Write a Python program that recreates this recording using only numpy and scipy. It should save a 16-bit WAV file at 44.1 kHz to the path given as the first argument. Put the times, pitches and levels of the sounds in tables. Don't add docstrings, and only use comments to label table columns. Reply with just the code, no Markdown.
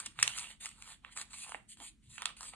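import sys
import numpy as np
from scipy import signal
from scipy.fft import rfft, irfft, next_fast_len
from scipy.io import wavfile
from scipy.ndimage import uniform_filter1d, map_coordinates

SR = 44100
rng = np.random.default_rng(int(sys.argv[2]) if len(sys.argv) > 2 else 0)


def to_wav(s):
    ch = np.atleast_2d(s).T
    pcm = np.round(np.clip(ch, -1, 1) * 32767)
    wavfile.write(sys.argv[1], SR, pcm.astype(np.int16))


N = 112455


def amp(db):
    return 10 ** (np.asarray(db) / 20)


def unit(x):
    return x / np.sqrt(np.mean(x ** 2) + 1e-20)


def along(points, hz):
    f, v = np.transpose(points)
    return np.interp(np.log(hz + 1), np.log(f + 1), v)


def filtered(x, response):
    n = x.shape[-1]
    padded = next_fast_len(n + 4096)
    spectrum = rfft(x, padded) * response(np.fft.rfftfreq(padded, 1 / SR))
    return irfft(spectrum, padded)[..., :n]


def coloured(x, points):
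    lowest_hz, highest_hz = points[0][0], points[-1][0]

    def response(hz):
        skirt = np.minimum(1, hz / lowest_hz) ** 2 / np.maximum(1, hz / highest_hz) ** 2
        return amp(along(points, hz)) * skirt

    return unit(filtered(x, response))


def wobble(rate):
    knots = rng.standard_normal(int(N * rate / SR) + 4)
    return map_coordinates(knots, [np.arange(N) * rate / SR])


# frequency in Hz, gain of the side signal in dB.
SIDE_SPREAD = [(500, -7), (1200, -12), (3000, -10), (8500, -17)]


def broad(near, spread):
    side = filtered(spread, lambda hz: amp(along(SIDE_SPREAD, hz)))
    return np.array([near + side, near - side])


# frequency in Hz, left minus right in dB.
SIDE_BALANCE = [(200, -1), (700, -5.5), (1200, -5), (2800, -7), (4500, 0), (6000, 0), (11000, 0)]


def balanced(x):
    halves = np.array([[.5], [-.5]])
    return filtered(x, lambda hz: amp(along(SIDE_BALANCE, hz) * halves))


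PATCH_DB = 3.3


def patchy(x):
    z = signal.stft(x, nperseg=512)[2]
    field = uniform_filter1d(rng.standard_normal(z.shape), size=5, axis=0)
    field = uniform_filter1d(field, size=10, axis=1)
    return signal.istft(z * amp(PATCH_DB * unit(field)), nperseg=512)[1][:N]


# start in seconds, end in seconds, rise in seconds per 20 dB,
# fall in seconds per 20 dB, then body, rustle and hiss levels in dB before the trims below,
# and the swell from start to end in dB.
STROKES = [ (0, .01, .01, .04, -47, -51, -44, -6), (.035, .055, .04, .03, -62, -60, -57, 5),
           (.061, .068, .008, .012, -56, -49, -44, -3), (.075, .1, .03, .09, -72, -63, -60, -6),
           (.172, .19, .03, .02, -62, -60, -62, 5), (.198, .295, .022, .07, -54, -47.5, -48, 0),
           (.32, .36, .03, .05, -61, -50, -52, -2), (.375, .4, .035, .05, -55, -48, -42, 1),
           (.42, .52, .04, .04, -62, -53.5, -52.5, -4), (.607, .668, .008, .075, -62, -53, -50, 1),
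           (.74, .82, .04, .03, -72, -66, -66, 5), (.845, .925, .12, .05, -62, -58.5, -55.5, 2),
           (1.047, 1.095, .025, .05, -66, -64, -76, -3), (1.125, 1.135, .025, .02, -70, -60, -58, 0),
           (1.172, 1.22, .025, .03, -55, -50, -45.5, 0), (1.25, 1.29, .03, .04, -73, -71, -69, 0),
           (1.308, 1.328, .012, .03, -63, -59, -56, -1), (1.331, 1.35, .004, .04, -57, -54, -48, 0),
           (1.37, 1.425, .04, .1, -65, -54.5, -47, 2), (1.475, 1.545, .04, .035, -58, -60, -56, -1),
           (1.552, 1.58, .005, .06, -60, -66, -66, -7), (1.693, 1.735, .011, .025, -92, -60, -52, 0),
           (1.772, 1.795, .004, .03, -70, -66, -64, 3), (1.803, 1.822, .008, .05, -54, -57, -58, 0),
           (1.825, 1.885, .04, .033, -70, -57, -50, -1), (2.04, 2.08, .03, .04, -92, -73, -72, 2),
           (2.1, 2.17, .02, .05, -74, -63, -57, 6), (2.185, 2.25, .02, .03, -60, -59, -60, 0),
           (2.262, 2.305, .01, .045, -55, -54, -59, -5), (2.368, 2.395, .004, .04, -67, -63, -56, 0),
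           (2.409, 2.432, .01, .04, -54, -57, -50, 0), (2.44, 2.487, .04, .06, -65, -57.5, -49.5, 0),
           (2.535, 2.55, .02, .05, -60, -62, -68, -2)]
# frequency in Hz, relative strength in dB per Hz.
BODY = [(150, -26), (400, -16), (650, -7), (1000, 0), (1450, -1.5), (1850, -8), (2600, -30)]
RUSTLE = [(1200, -32), (1850, -6), (2300, -1.5), (2900, 0), (3500, -.5), (4400, -3), (5200, -24)]
HISS = [(3500, -30), (4500, -2), (5100, -11), (5900, -13), (6500, -2), (7600, -.5), (8500, 2), (9500, -3),
        (10500, -4.5), (11700, -11)]
BODY_DB, RUSTLE_DB, HISS_DB = -2.5, -1.2, -.7
BODY_GRAIN, RUSTLE_GRAIN, HISS_GRAIN = .7, .5, .12
GRAINS_PER_S, GRAIN_SPREAD_DB = 850, 4
JUDDER_KNOTS_PER_S, JUDDER_DB = 50, 1.2


def sliding():
    t = np.arange(N) / SR
    power = np.zeros((3, N))
    for start, end, rise, fall, body_db, rustle_db, hiss_db, swell_db in STROKES:
        edges_db = -20 * (np.maximum(start - t, 0) / rise + np.maximum(t - end, 0) / fall)
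        progress = np.clip((t - start) / (end - start), 0, 1)
        shape_db = edges_db + swell_db * (progress - .5)
        power += amp(shape_db + np.array([[body_db], [rustle_db], [hiss_db]])) ** 2

    sizes = amp(GRAIN_SPREAD_DB * np.clip(rng.standard_normal(N), -2, 2))
    signs = rng.choice([-1, 1], N)
    catches = rng.random(N) < GRAINS_PER_S / SR
    grains = unit(sizes * signs * catches)

    registers = [(BODY, BODY_DB, BODY_GRAIN), (RUSTLE, RUSTLE_DB, RUSTLE_GRAIN), (HISS, HISS_DB, HISS_GRAIN)]
    out = np.zeros((2, N))
    for register_power, (colour, db, share) in zip(power, registers):
        friction = np.sqrt(share) * grains + np.sqrt(1 - share) * rng.standard_normal(N)
        stereo = broad(patchy(friction), rng.standard_normal(N))
        out += amp(db) * np.sqrt(register_power) * coloured(stereo, colour)
    out *= amp(JUDDER_DB * wobble(JUDDER_KNOTS_PER_S))
    return balanced(out)


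# start in seconds, rise time scale in ms, flap pitch in Hz, flap level in dB,
# crack pitch in Hz, crack level in dB, fizz level in dB (all levels before the trims below),
# and left minus right in dB for flap and crack.
SNAPS = [(0.0004, 1.6, 1300, -41.5, 3150, -44.5, -38.0, -1),
         (0.0603, 1.2, 1700, -57, 3250, -42.5, -36.0, -1),
         (0.0643, 1.2, 1400, -49.5, 3250, -41.5, -40.0, -1), (0.1894, 0.6, 1300, -34, 2950, -33.5, -50, -4),
         (0.1992, 0.6, 1200, -45.5, 2450, -45.5, -43.0, -2), (0.211, 2, 900, -48, 2500, -46, -54, -2),
         (0.2262, 0.8, 1500, -42, 2800, -33, -30, -2), (0.2278, 0.9, 1600, -23.5, 2700, -20.5, -15.5, -4),
         (0.2352, 2, 1500, -40, 3400, -33, -38, -4), (0.2772, 0.7, 1200, -41, 3200, -25, -28.0, -6),
         (0.3784, 0.8, 1200, -45.5, 3100, -38.5, -41.0, -3),
         (0.3855, 0.6, 1300, -43.5, 3100, -37, -36.0, -1),
         (0.3944, 0.8, 1200, -52.5, 3700, -45.5, -39.0, -1),
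         (0.6483, 0.7, 1000, -48.5, 2950, -50.5, -53.0, -3),
         (0.6575, 0.7, 1400, -43, 2450, -36.5, -36.0, 0), (0.6643, 1.5, 1350, -43, 2600, -45.5, -45.0, -1),
         (0.6898, 0.6, 1400, -56.5, 2900, -53.5, -45.0, -3), (0.7135, 0.6, 1400, -58, 2700, -55, -58, -2),
         (0.8228, 0.6, 1400, -55.5, 2800, -45.5, -45.0, -2),
         (0.8762, 0.7, 1100, -51.5, 3000, -53.5, -56.0, -3),
         (1.0479, 0.5, 1300, -49.5, 2550, -41.5, -65.0, -7),
         (1.0923, 0.7, 1400, -57.5, 2250, -61.5, -78.0, -2), (1.165, 0.8, 1100, -47.5, 2700, -49, -52, -3),
         (1.1738, 0.7, 1200, -47.5, 2450, -37.5, -39, -3), (1.2138, 0.6, 1200, -48, 3500, -42, -40, -2),
         (1.465, 0.8, 1000, -49, 2600, -60, -66, -4), (1.4932, 0.7, 800, -45.5, 3200, -50.5, -50.0, -5),
         (1.5201, 0.6, 1100, -36.5, 2850, -45.5, -52.0, -3),
         (1.5457, 0.6, 800, -36.0, 2200, -35.5, -66, -9), (1.5505, 2, 750, -47, 2150, -45, -70, -6),
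         (1.7712, 0.7, 1100, -66, 3500, -62, -64, -3), (1.8007, 0.7, 900, -51.5, 3300, -55.5, -57.0, -3),
         (1.808, 2, 850, -49, 2600, -64, -68, -3), (1.8165, 1.2, 850, -51, 2600, -62, -66, -3),
         (2.1799, 1.4, 1400, -46, 2650, -39, -50.0, -6), (2.2199, 0.7, 1250, -40, 3100, -37.5, -39, -4),
         (2.222, 0.6, 1150, -39, 2900, -46, -52, -4), (2.2291, 0.7, 1100, -43.5, 3050, -45.5, -57.0, -7),
         (2.2559, 0.9, 1300, -31.5, 3400, -26, -28.5, -4), (2.2635, 1.6, 1400, -44, 3600, -41, -50, -4),
         (2.2745, 2, 1300, -47, 3500, -45, -58, -4), (2.2913, 0.7, 1300, -47.5, 2800, -49.5, -56.0, -2),
         (2.3025, 1.2, 1400, -48, 2600, -50, -62, -3), (2.4079, 0.7, 1100, -44.5, 3400, -50.5, -44.0, -1),
         (2.4304, 0.6, 1100, -48.5, 3350, -45.5, -44.0, -3), (2.536, 0.8, 850, -47, 2350, -48.5, -62.0, -6)]
# multiple of the crack pitch, relative strength in dB per Hz.
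CRACK = [(.15, -34), (.35, -15), (.58, -6.5), (.8, -1.5), (1, 0), (1.22, -1.5), (1.42, -15), (1.9, -36)]
# frequency in Hz, relative strength in dB per Hz.
FIZZ = [(3000, -25), (4500, -4), (6400, -1), (7600, -3), (8500, 5), (9300, -4), (10500, -5), (11700, -11)]
FLAP_DB, CRACK_DB, FIZZ_DB = -2.6, -.6, 1.2
FLAP_CYCLES, FLAP_SAG = 1.0, .12
FLAP_LOW_HZ = 500


def buckling():
    size = 1024
    t = np.arange(size) / SR
    over_2_ms = np.sqrt(.002 * SR / size)
    radiation = signal.butter(2, FLAP_LOW_HZ, "high", fs=SR)
    out = np.zeros((2, N + size))
    for start, rise_ms, flap_hz, flap_db, crack_hz, crack_db, fizz_db, pan_db in SNAPS:
        u = t / (rise_ms / 1000)
        burst = u ** 1.3 * np.exp(-1.15 * u)
        ring = np.exp(-t * flap_hz / FLAP_CYCLES)
        sagging_hz = flap_hz * (1 + FLAP_SAG * (ring - .5))
        phase = 2 * np.pi * np.cumsum(sagging_hz) / SR
        swing = (1 - np.exp(-u ** 2)) * ring * np.sin(phase)
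        flap = unit(signal.lfilter(*radiation, swing))

        crack_clicks = burst * rng.choice([-1, 1], (2, size))
        crack = coloured(broad(*crack_clicks), np.array(CRACK) * [crack_hz, 1])
        fizz_clicks = burst * rng.choice([-1, 1], (2, size))
        fizz = coloured(broad(*fizz_clicks), FIZZ)

        low = amp(flap_db + FLAP_DB) * flap + amp(crack_db + CRACK_DB) * crack
        panned = low * amp([[pan_db / 2], [-pan_db / 2]])
        i = max(0, round(start * SR))
        out[:, i:i + size] += over_2_ms * (panned + amp(fizz_db + FIZZ_DB) * fizz)
    return out[:, :N]


# frequency in Hz, seconds to fall by 60 dB.
ROOM_T60 = [(200, .3), (700, .23), (1300, .25), (3000, .27), (10000, .2)]
# frequency in Hz, gain in dB.
ROOM_SEND = [(200, -5), (500, -7), (1000, -11), (2000, -11), (3200, -10.5), (5000, -15.5), (10000, -17)]
# frequency in Hz, likeness (1 same, 0 unrelated).
ROOM_ALIKE = [(200, 0), (1000, -.1), (3000, -.1), (6000, .2), (9000, .8)]
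EARLY_S, EARLY_DB = .012, -6.5


def room(x):
    hz, t, z = signal.stft(rng.standard_normal((2, SR // 2)), SR, nperseg=256)
    decay = amp(-60 * t / along(ROOM_T60, hz)[:, None])
    tail = signal.istft(z * decay, SR, nperseg=256)[1]
    t = np.arange(tail.shape[1]) / SR
    early = rng.standard_normal(tail.shape) * np.exp(-t / EARLY_S)
    answer = (unit(tail) + amp(EARLY_DB) * unit(early)) / np.sqrt(len(t))
    delayed = np.pad(answer, ((0, 0), (SR // 500, 0)))
    wet = signal.fftconvolve(x.mean(0)[None], delayed, axes=1)[:, :N]

    def mid_side_gain(f):
        turn = np.arccos(np.clip(along(ROOM_ALIKE, f), -1, 1)) / 2
        return amp(along(ROOM_SEND, f)) * [np.cos(turn), np.sin(turn)]

    mid, side = filtered(wet, mid_side_gain)
    return balanced(np.array([mid + side, mid - side]))


# frequency in Hz, relative strength in dB per Hz.
AIR = [(20, -26), (32, -11), (42, 3), (55, -3), (75, -10), (120, -11), (200, -12), (310, -17), (400, -29),
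       (520, -41), (750, -44), (1500, -37), (3000, -38), (5500, -43), (8500, -37), (11500, -48)]
AIR_DB, AIR_SIDE_DB = -67.5, -6
HUM_HZ, HUM_DB = 215, -76
# moment of the peak in seconds, width in seconds, pitch in Hz, level at the peak in dB.
BUMPS = [(.085, .018, 265, -62), (.2, .02, 140, -61), (.2295, .002, 640, -43), (.24, .015, 480, -59),
         (.265, .04, 120, -61), (.279, .002, 620, -52), (.42, .04, 140, -68), (1.552, .012, 300, -66),
         (1.812, .012, 280, -67), (2.095, .033, 105, -60)]
# multiple of its pitch, relative strength in dB per Hz.
BUMP = [(.5, -14), (1, 0), (1.3, -7), (1.8, -30)]


def background():
    t = np.arange(N) / SR
    air_gains = amp([[AIR_DB], [AIR_DB + AIR_SIDE_DB]])
    mid, side = coloured(rng.standard_normal((2, N)), AIR) * air_gains
    hum = unit(np.sin(2 * np.pi * HUM_HZ * t + .5 * wobble(5)))
    mid = mid + amp(HUM_DB) * hum
    for peak, width, hz, db in BUMPS:
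        press = amp(db) * np.exp(-.5 * ((t - peak) / width) ** 2)
        mid = mid + press * coloured(rng.standard_normal(N), np.array(BUMP) * [hz, 1])
    return np.array([mid + side, mid - side])


# frequency in Hz, lead in radians.
LEFT_LEAD = [(100, 0), (700, .5), (1500, .5), (3000, 1.15), (4100, 1.6), (4600, 2.7), (5200, 3.1),
             (5900, 3.3), (6500, 4), (7200, 5.6), (7900, 6.28), (9400, 6.28), (10000, 7.3), (10800, 9.2)]


def scene():
    paper = sliding() + buckling()
    halves = np.array([[.5], [-.5]])
    heard = filtered(paper + room(paper), lambda hz: np.exp(1j * along(LEFT_LEAD, hz) * halves))
    return heard + background()


TOP_HZ = 11700


def record(dry):
    return filtered(dry, lambda hz: 1 / np.sqrt(1 + (hz / TOP_HZ) ** 120))


dry = scene()
out = record(dry)
to_wav(out)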